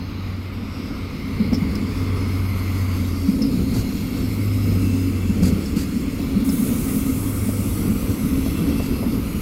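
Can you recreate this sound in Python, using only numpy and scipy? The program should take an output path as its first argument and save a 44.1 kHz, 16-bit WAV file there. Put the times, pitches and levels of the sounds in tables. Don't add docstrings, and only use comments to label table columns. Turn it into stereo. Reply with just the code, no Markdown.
import sys
import numpy as np
from scipy import signal
from scipy.fft import rfft, irfft, next_fast_len
from scipy.io import wavfile
from scipy.ndimage import uniform_filter1d, map_coordinates

SR = 44100
rng = np.random.default_rng(int(sys.argv[2]) if len(sys.argv) > 2 else 0)


def generate_wav(sig):
    pcm = np.round(np.clip(np.atleast_2d(sig).T, -1, 1) * 32767).astype(np.int16)
    wavfile.write(sys.argv[1], SR, pcm)


N = 414981
TIME = np.arange(N) / SR

# time in seconds, leftward lean of the treble in dB, left port's lead in ms.
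PAN = [(0, -4.5, 0.0048), (3.2, -4.5, -0.0051), (3.6, -4, 0.32), (5.2, -1, 0.39), (6.2, -1, 0.43),
       (6.6, -3, 0.023), (7.5, -2, 0.12), (8.6, -6, 0.0062), (9.41, -4, -0.36)]


def engines():
    # start and length of the loudest stretch and time of silence in seconds, level in dB, rise
    # and fall in dB/s, firing rate in Hz, time the pitch starts to sink in seconds, its slope in Hz/s.
    passes = [(0.33, 0.15, 0.85, -24, 24, 20, 93.8, 0.66, .5),
              (2.4, 0.71, 3.32, -20, 8.5, 20, 93.8, 2.86, 17.3),
              (4.5, 0.35, 5.66, -18, 34, 7.5, 105.4, 4.12, 12), (7.3, 0.24, 8, -24, 37, 6, 103.6, 7.4, 14)]
    # multiple of the firing rate, relative level in dB.
    orders = [(.5, -14), (1, 0.5), (2, -24.5), (2.5, -20.5)]
    lowest_ratio, fade_s = 0.82, 0.1
    out, wavers = np.zeros(N), [wobble(6.2) for _ in orders]
    for s, held, gone, top_db, rise, fall, first_hz, sinks, slope in passes:
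        db = top_db - np.maximum(np.maximum(rise * (s - TIME), fall * (TIME - s - held)), 0)
        hz = np.clip(first_hz - slope * (TIME - sinks), lowest_ratio * first_hz, first_hz)
        fade = np.clip((gone - TIME) / fade_s, 0, 1)
        cycles = np.cumsum(hz * (1 + 0.0047 * wobble(14))) / SR
        for (order, order_db), waver in zip(orders, wavers):
            tone = np.sin(2 * np.pi * (order * cycles + rng.random()))
            out += fade * amp(db + order_db + 0.55 * order * waver) * tone
    return out


def rolling():
    # frequency in Hz, spectral level in dB.
    ground_spectrum = [(15, -33), (25, -1), (45, 1.5), (70, 5.5), (110, 1.5), (150, -6), (250, -42.5),
                       (600, -120)]
    boom_spectrum = [(90, -63), (130, -9.5), (180, -2.5), (215, 0.5), (240, -2), (268, 0.5), (320, -9),
                     (380, -13.5), (470, -14.5), (600, -25.5), (900, -43.5), (2500, -120)]
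    roar_spectrum = [(320, -50), (550, -5), (808, -5.5), (1260, 1), (1590, -7.5), (1690, -11.5), (2160, -1),
                     (2570, -6), (2780, -5.5), (3600, -17), (4680, -15), (7920, -120)]
    ground_db, boom_db, roar_db = rolling_levels()
    shake = wobble(13)
    ground = amp(ground_db + 0.8 * shake) * rush(ground_spectrum, patchy_db=1)
    boom = amp(boom_db + 1.3 * shake) * rush(boom_spectrum, patchy_db=1)
    roar = amp(roar_db + 0.46 * shake) * rush(roar_spectrum, patchy_db=1.5)
    return ground + boom + roar


def rolling_levels():
    # time in seconds, then base levels of ground rumble, wheel boom and rail roar in dB.
    base_levels = [(0, -35, -34.5, -43), (1.3, -33, -30.5, -42), (2.9, -32, -29.5, -40),
                   (3.14, -32.5, -27.5, -41.5), (4.1, -32, -29, -41.5), (5.15, -33.5, -26, -41),
                   (6.2, -30, -26, -40.5), (8.2, -27, -24, -40.5), (9.41, -29.5, -28, -39)]
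    # time of the crossing in seconds, surge of the boom in dB, rise time constant in seconds.
    bogies = [(1.4, 6, 0.018), (3.54, 8, 0.12), (5.45, 4, 0.15), (5.97, -0.5, .1), (8.62, 5, 0.18)]
    decay_s, surge_weights = 0.68, [1.27, 1, 0.15]
    surge_db = sum(db * cusp(s, rise, decay_s) for s, db, rise in bogies)
    return np.array(curves(base_levels)) + np.outer(surge_weights, surge_db)


def thumps():
    # time in seconds, level in dB, pitch in Hz.
    drops = [(1.405, -8.5, 200), (1.526, -10, 220), (1.574, -14.5, 250), (1.621, -11, 183),
             (1.826, -15.5, 248.4), (3.287, -7, 201), (3.348, -16.5, 242), (3.414, -15, 212),
             (3.538, -19, 189), (3.769, -16, 113), (5.298, -9, 197), (5.422, -8, 185), (5.525, -12.5, 187),
             (5.762, -14.5, 192), (5.962, -11, 229), (6.08, -14.5, 244), (6.364, -8.5, 203),
             (6.421, -12.5, 237), (6.487, -11.5, 210), (6.586, -18, 242), (6.625, -12, 250),
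             (6.717, -13.5, 228), (7.093, -15, 260), (8.09, -13.5, 100), (8.32, -14.5, 200),
             (7.483, -15, 227), (8.456, -20, 242), (8.611, -14.5, 172), (9.063, -16, 256)]
    out, t = np.zeros(N), np.arange(SR // 10) / SR
    for s, db, hz in drops + lumps():
        envelope = np.exp(-0.5 * ((t * hz - 2.6) / 1.48) ** 2)
        add_at(out, s - 1.2 / hz, amp(db) * envelope * np.sin(2 * np.pi * hz * t))
    return out


def lumps(count=45, over_boom_db=2.5, centre_hz=216, spread=0.26):
    when, size, pitch = rng.random((count, 3)).T
    at = ((0.02 + 0.97 * when) * N).astype(int)
    db = rolling_levels()[1][at] + over_boom_db + 8 * (size - 0.5)
    hz = centre_hz * (1 + spread * (2 * pitch - 1))
    return list(zip(at / SR, db, hz))


def knocks():
    # start in seconds, peak level in dB.
    hits = [(1.529, -19.5), (3.415, -26), (3.759, -21.5), (5.426, -18), (6.191, -23.5), (6.49, -27),
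            (7.49, -21), (8.462, -21.5), (8.8, -20), (9.029, -21)]
    out, t = np.zeros(N), np.arange(SR // 10) / SR
    low_band = signal.butter(2, [200, 600], "band", fs=SR)
    for s, db in hits:
        blow = rng.standard_normal(len(t)) * amp(-60 * t / 0.12)
        blow[0] += 14
        burst = signal.lfilter(*low_band, blow)
        add_at(out, s, amp(db) * burst / np.abs(burst).max())
    return out


def clanks():
    # start in seconds, level in dB, time to decay by 60 dB in seconds, pitch factor.
    jolts = [(1.53, -24, 0.087, 1.05), (1.542, -19, 0.091, 1.01), (1.753, -15, 0.032, 1),
             (3.043, -31, 0.12, 0.73), (3.418, -17, 0.069, 1), (3.435, -31, 0.43, .95),
             (5.657, -15.5, 0.038, 1.02), (6.49, -16, 0.077, 1)]
    # mode frequency in Hz, mean relative level in dB.
    steel_modes = [(4950, -17), (5220, -8), (5600, -21.5)]
    out, t = np.zeros(N), np.arange(SR // 4) / SR
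    for s, db, ring_s, pitch in jolts:
        ring = sum(amp(mode_db + rng.normal(0, 2)) * rough_tone(pitch * hz, t, step_rad=0.13)
                   for hz, mode_db in steel_modes)
        crack = 0.45 * amp(-60 * t / 0.04) * rng.standard_normal(len(t))
        envelope = amp(db - 60 * t / ring_s) * (1 - np.exp(-t / 0.004))
        add_at(out, s, envelope * (ring + crack))
    return out


def track_bands():
    # centre in Hz, bandwidth in Hz. The two broad bands are roar coloured by the ground echo.
    bands = [(268, 16.4), (420, 40), (1130, 370), (2140, 250), (2670, 70)]
    # peak time in seconds, level in dB, rise and fall constants in seconds.
    band_swells = [
        [(2.2, -33, 0.73, 0.28), (3.35, -26.5, 0.15, 0.63), (4.85, -28.5, 0.3, 0.86), (6.6, -29, 0.86, 1),
         (8.4, -29.5, 0.46, 0.45), (9.05, -25.5, 0.29, 0.11)],
        [(2.04, -39.5, 0.39, 0.47)],
        [(2, -48, 1, 0.85), (2.9, -43.5, .5, 0.063)],
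        [(1.4, -46, 0.44, 1), (2.9, -47, 1, 0.066), (4.5, -43.5, 0.91, 0.34), (7.4, -50, 0.55, .3)],
        [(2.9, -57, 0.32, .6), (4.9, -49, 0.4, 0.64), (7, -55, 0.66, 0.67), (8.7, -51.5, 0.71, 0.9)],
    ]
    return sum(swells(rows) * amp(0.68 * wobble(12)) * noise_band(*band)
               for band, rows in zip(bands, band_swells))


def puffs(flutter_hz=42):
    # start in seconds, length in seconds, level in dB.
    openings = [(3.732, 0.1, -38.5), (5.417, 0.1, -35.5), (5.755, 0.1, -37), (8.814, 0.078, -43)]
    # frequency in Hz, spectral level in dB.
    puff_spectrum = [(1500, -2), (3800, -4.5), (4500, 4.5), (5700, -3.5), (6700, 1.5), (9000, -3),
                     (12000, -2.5), (16000, -14)]
    gate = sum(amp(db) * ramp(s, s + length, rise=0.013, fall=0.031) for s, length, db in openings)
    flutter = amp(2 * np.sin(2 * np.pi * flutter_hz * TIME))
    return gate * flutter * rush(puff_spectrum, patchy_db=1.5)


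def vent():
    # frequency in Hz, spectral level in dB.
    jet_spectrum = [(3000, -24), (5500, -5), (7000, 0), (9000, 1), (11000, 3.5), (13500, 1.5), (16000, 1.5)]
    # whistle frequency in Hz, bandwidth in Hz, level relative to the jet in dB.
    whistles = [(10320, 330, -9.5), (13250, 400, -10), (14780, 300, -23), (12200, 300, -24)]
    open_s, ease_s, shut_s = 6.443, 7, 7.68
    jet = rush(jet_spectrum, patchy_db=2.0, streak_db=1.5)
    for hz, width_hz, db in whistles:
        jet += amp(db + 1.5 * wobble(9.4)) * noise_band(hz, width_hz)
    since = lambda s: np.maximum(TIME - s, 0)
    level_db = -33.5 - 3.5 * (TIME < open_s + 0.08)
    level_db -= 4 * np.minimum(since(ease_s) / 0.04, 1)
    level_db -= 0.5 * since(ease_s) + 9 * since(shut_s)
    opening = np.minimum(since(open_s) / 0.006, 1)
    return opening * amp(level_db + 0.2 * wobble(28)) * jet * balance(3)


def squeal(hz=2680):
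    # peak time in seconds, level in dB, rise and fall time constants in seconds.
    touches = [(4.89, -44, .05, .05), (8.56, -43, .06, .09), (8.8, -47, .04, .03), (8.94, -45, .07, .1)]
    tone = np.sqrt(2) * rough_tone(hz, TIME, step_rad=0.07)
    return swells(touches) * amp(1.5 * wobble(40)) * tone


def fans():
    # time in seconds, level in dB, gain of the top band in dB.
    hiss_levels = [(0, -49.5, -5.5), (.9, -47, -6), (1.75, -45.5, -2), (2.7, -44.5, 1), (4.3, -44.5, 3.5),
                   (6.4, -45, 1.5), (7.5, -44.5, 5), (9.41, -46.5, 5)]
    # frequency in Hz, spectral level in dB.
    fan_spectrum = [(2500, -45), (3300, 2.5), (3700, -2), (4300, 3.5), (4700, -0.5), (5150, 3), (5700, -4),
                    (9500, -5), (12000, -3.5), (13500, -5), (16000, -11.5)]
    level_db, bright_db = curves(hiss_levels)
    hiss = amp(level_db + 0.8 * wobble(24)) * rush(fan_spectrum, patchy_db=1.5, streak_db=2.5)
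    top = filtered(hiss, lambda hz: np.clip((hz - 5400) / 1000, 0, 1))
    return hiss + (amp(bright_db) - 1) * top


def sizzle(fade_s=0.15):
    # start and end in seconds, first and last frequency in Hz, bandwidth in Hz, level in dB.
    bands = [(2.2, 3.15, 11000, 13000, 440, -55), (2.9, 6.6, 9380, 12000, 250, -65),
             (4.3, 5, 14300, 12900, 900, -50), (3, 4.9, 11600, 11950, 740, -52),
             (8.2, 11, 11300, 14000, 1500, -45.5)]
    out = np.zeros((2, N))
    for start, end, from_hz, to_hz, width_hz, db in bands:
        slow = unit(signal.lfilter(*signal.butter(2, width_hz / SR), rng.standard_normal((2, 2, N))))
        phase = 2 * np.pi * np.cumsum(np.interp(TIME, [start, end], [from_hz, to_hz])) / SR
        gate = ramp(start - fade_s, end, fade_s, fade_s)
        out += amp(db) * gate * (slow[0] * np.cos(phase) + slow[1] * np.sin(phase))
    return out * amp(1.1 * wobble(25))


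def shadowed(treble):
    # frequency in Hz, left-over-right colouring in dB before each port's weight.
    shadow = [(3200, -4.5), (4600, -6.5), (6000, -5.5), (7000, 0.5), (8500, 11), (10000, 5.5),
              (12000, -5.5), (14000, 8), (16000, -3)]
    leaning = treble * balance(curves(PAN)[0])
    return filtered(leaning, lambda hz: amp(np.outer([0.27, -0.75], along(shadow, hz))))


def turned(x):
    lead_samples = curves(PAN)[1] * SR / 1000
    return np.array([map_coordinates(port, [np.arange(N) + half * lead_samples], order=5, mode="mirror")
                     for port, half in zip(x, (0.5, -0.5))])


def rush(spectrum, patchy_db, streak_db=0):
    # frequency in Hz, correlation between left and right.
    coherence = [(60, 0.84), (140, 0.9), (290, 1), (640, 0.54), (1400, 0.19), (2700, 0.2), (6800, 0.12),
                 (15000, 0.048)]
    spectrogram = signal.stft(rng.standard_normal((2, N + 1024)), nperseg=1024)[2]
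    shape = spectrogram.shape[1:]
    gain_db = patchy_db * patches(shape, bins=6, frames=5)
    if streak_db:
        row, frame = np.indices(shape)
        rising_row = (row - frame * row // 6000) % len(row)
        gain_db += streak_db * patches(shape, bins=9, frames=50)[rising_row, frame]
    pair = signal.istft(spectrogram * amp(gain_db), nperseg=1024)[1][:, :N]

    def mid_side_gains(hz):
        angle = np.arccos(np.clip(along(coherence, hz), -1, 1)) / 2
        return amp(along(spectrum, hz)) * [np.cos(angle), np.sin(angle)]

    mid, side = filtered(pair, mid_side_gains)
    return np.array([mid + side, mid - side]) / np.std(mid)


def patches(shape, bins, frames):
    field = uniform_filter1d(rng.standard_normal(shape), size=bins, axis=-2)
    return unit(uniform_filter1d(field, size=frames, axis=-1))


def noise_band(hz, width_hz):
    return unit(filtered(rng.standard_normal(N), lambda f: 1 / (1 + (2 * (f - hz) / width_hz) ** 2)))


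def rough_tone(hz, t, step_rad):
    return np.sin(2 * np.pi * hz * t + np.cumsum(rng.normal(0, step_rad, len(t))))


def wobble(rate):
    knots, coarse = rng.standard_normal(int(N * rate / SR) + 4), TIME[::64]
    return np.interp(TIME, coarse, map_coordinates(knots, [coarse * rate]))


def cusp(s, rise, fall):
    return np.exp(np.minimum((TIME - s) / rise, (s - TIME) / fall))


def swells(rows):
    return sum(amp(db) * cusp(s, rise, fall) for s, db, rise, fall in rows)


def ramp(start, end, rise, fall):
    return np.clip(np.minimum((TIME - start) / rise, (end - TIME) / fall), 0, 1)


def filtered(x, response):
    size = next_fast_len(N + 8192)
    return irfft(rfft(x, size) * response(np.fft.rfftfreq(size, 1 / SR)), size)[..., :N]


def along(points, hz):
    freqs, values = np.transpose(points)
    return np.interp(np.log(hz + 1), np.log(freqs + 1), values)


def curves(rows):
    times, *columns = np.transpose(rows)
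    return [np.interp(TIME, times, column) for column in columns]


def add_at(out, s, sound):
    span = out[round(s * SR):][:len(sound)]
    span += sound[:len(span)]


def balance(db):
    return amp(np.vstack([db / 2, -db / 2]))


def amp(db):
    return 10 ** (np.asarray(db) / 20)


def unit(x):
    return x / np.sqrt(np.mean(x ** 2) + 1e-20)


def scene():
    hiss = fans()
    impacts = thumps() + knocks()
    treble = hiss + clanks() + puffs() + vent() + sizzle()
    train = engines() + impacts + track_bands() + rolling() + shadowed(treble)
    return turned(train) + squeal()


def record(dry, top_hz=15800):
    # frequency in Hz, left port's level over the right's in dB.
    port_mismatch = [(60, 1.5), (800, 3), (1650, 1.5), (2600, 2), (3400, 3.5), (16000, 2.5)]
    return filtered(dry, lambda hz: balance(along(port_mismatch, hz)) * (hz < top_hz))


dry = scene()
out = record(dry)
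generate_wav(out)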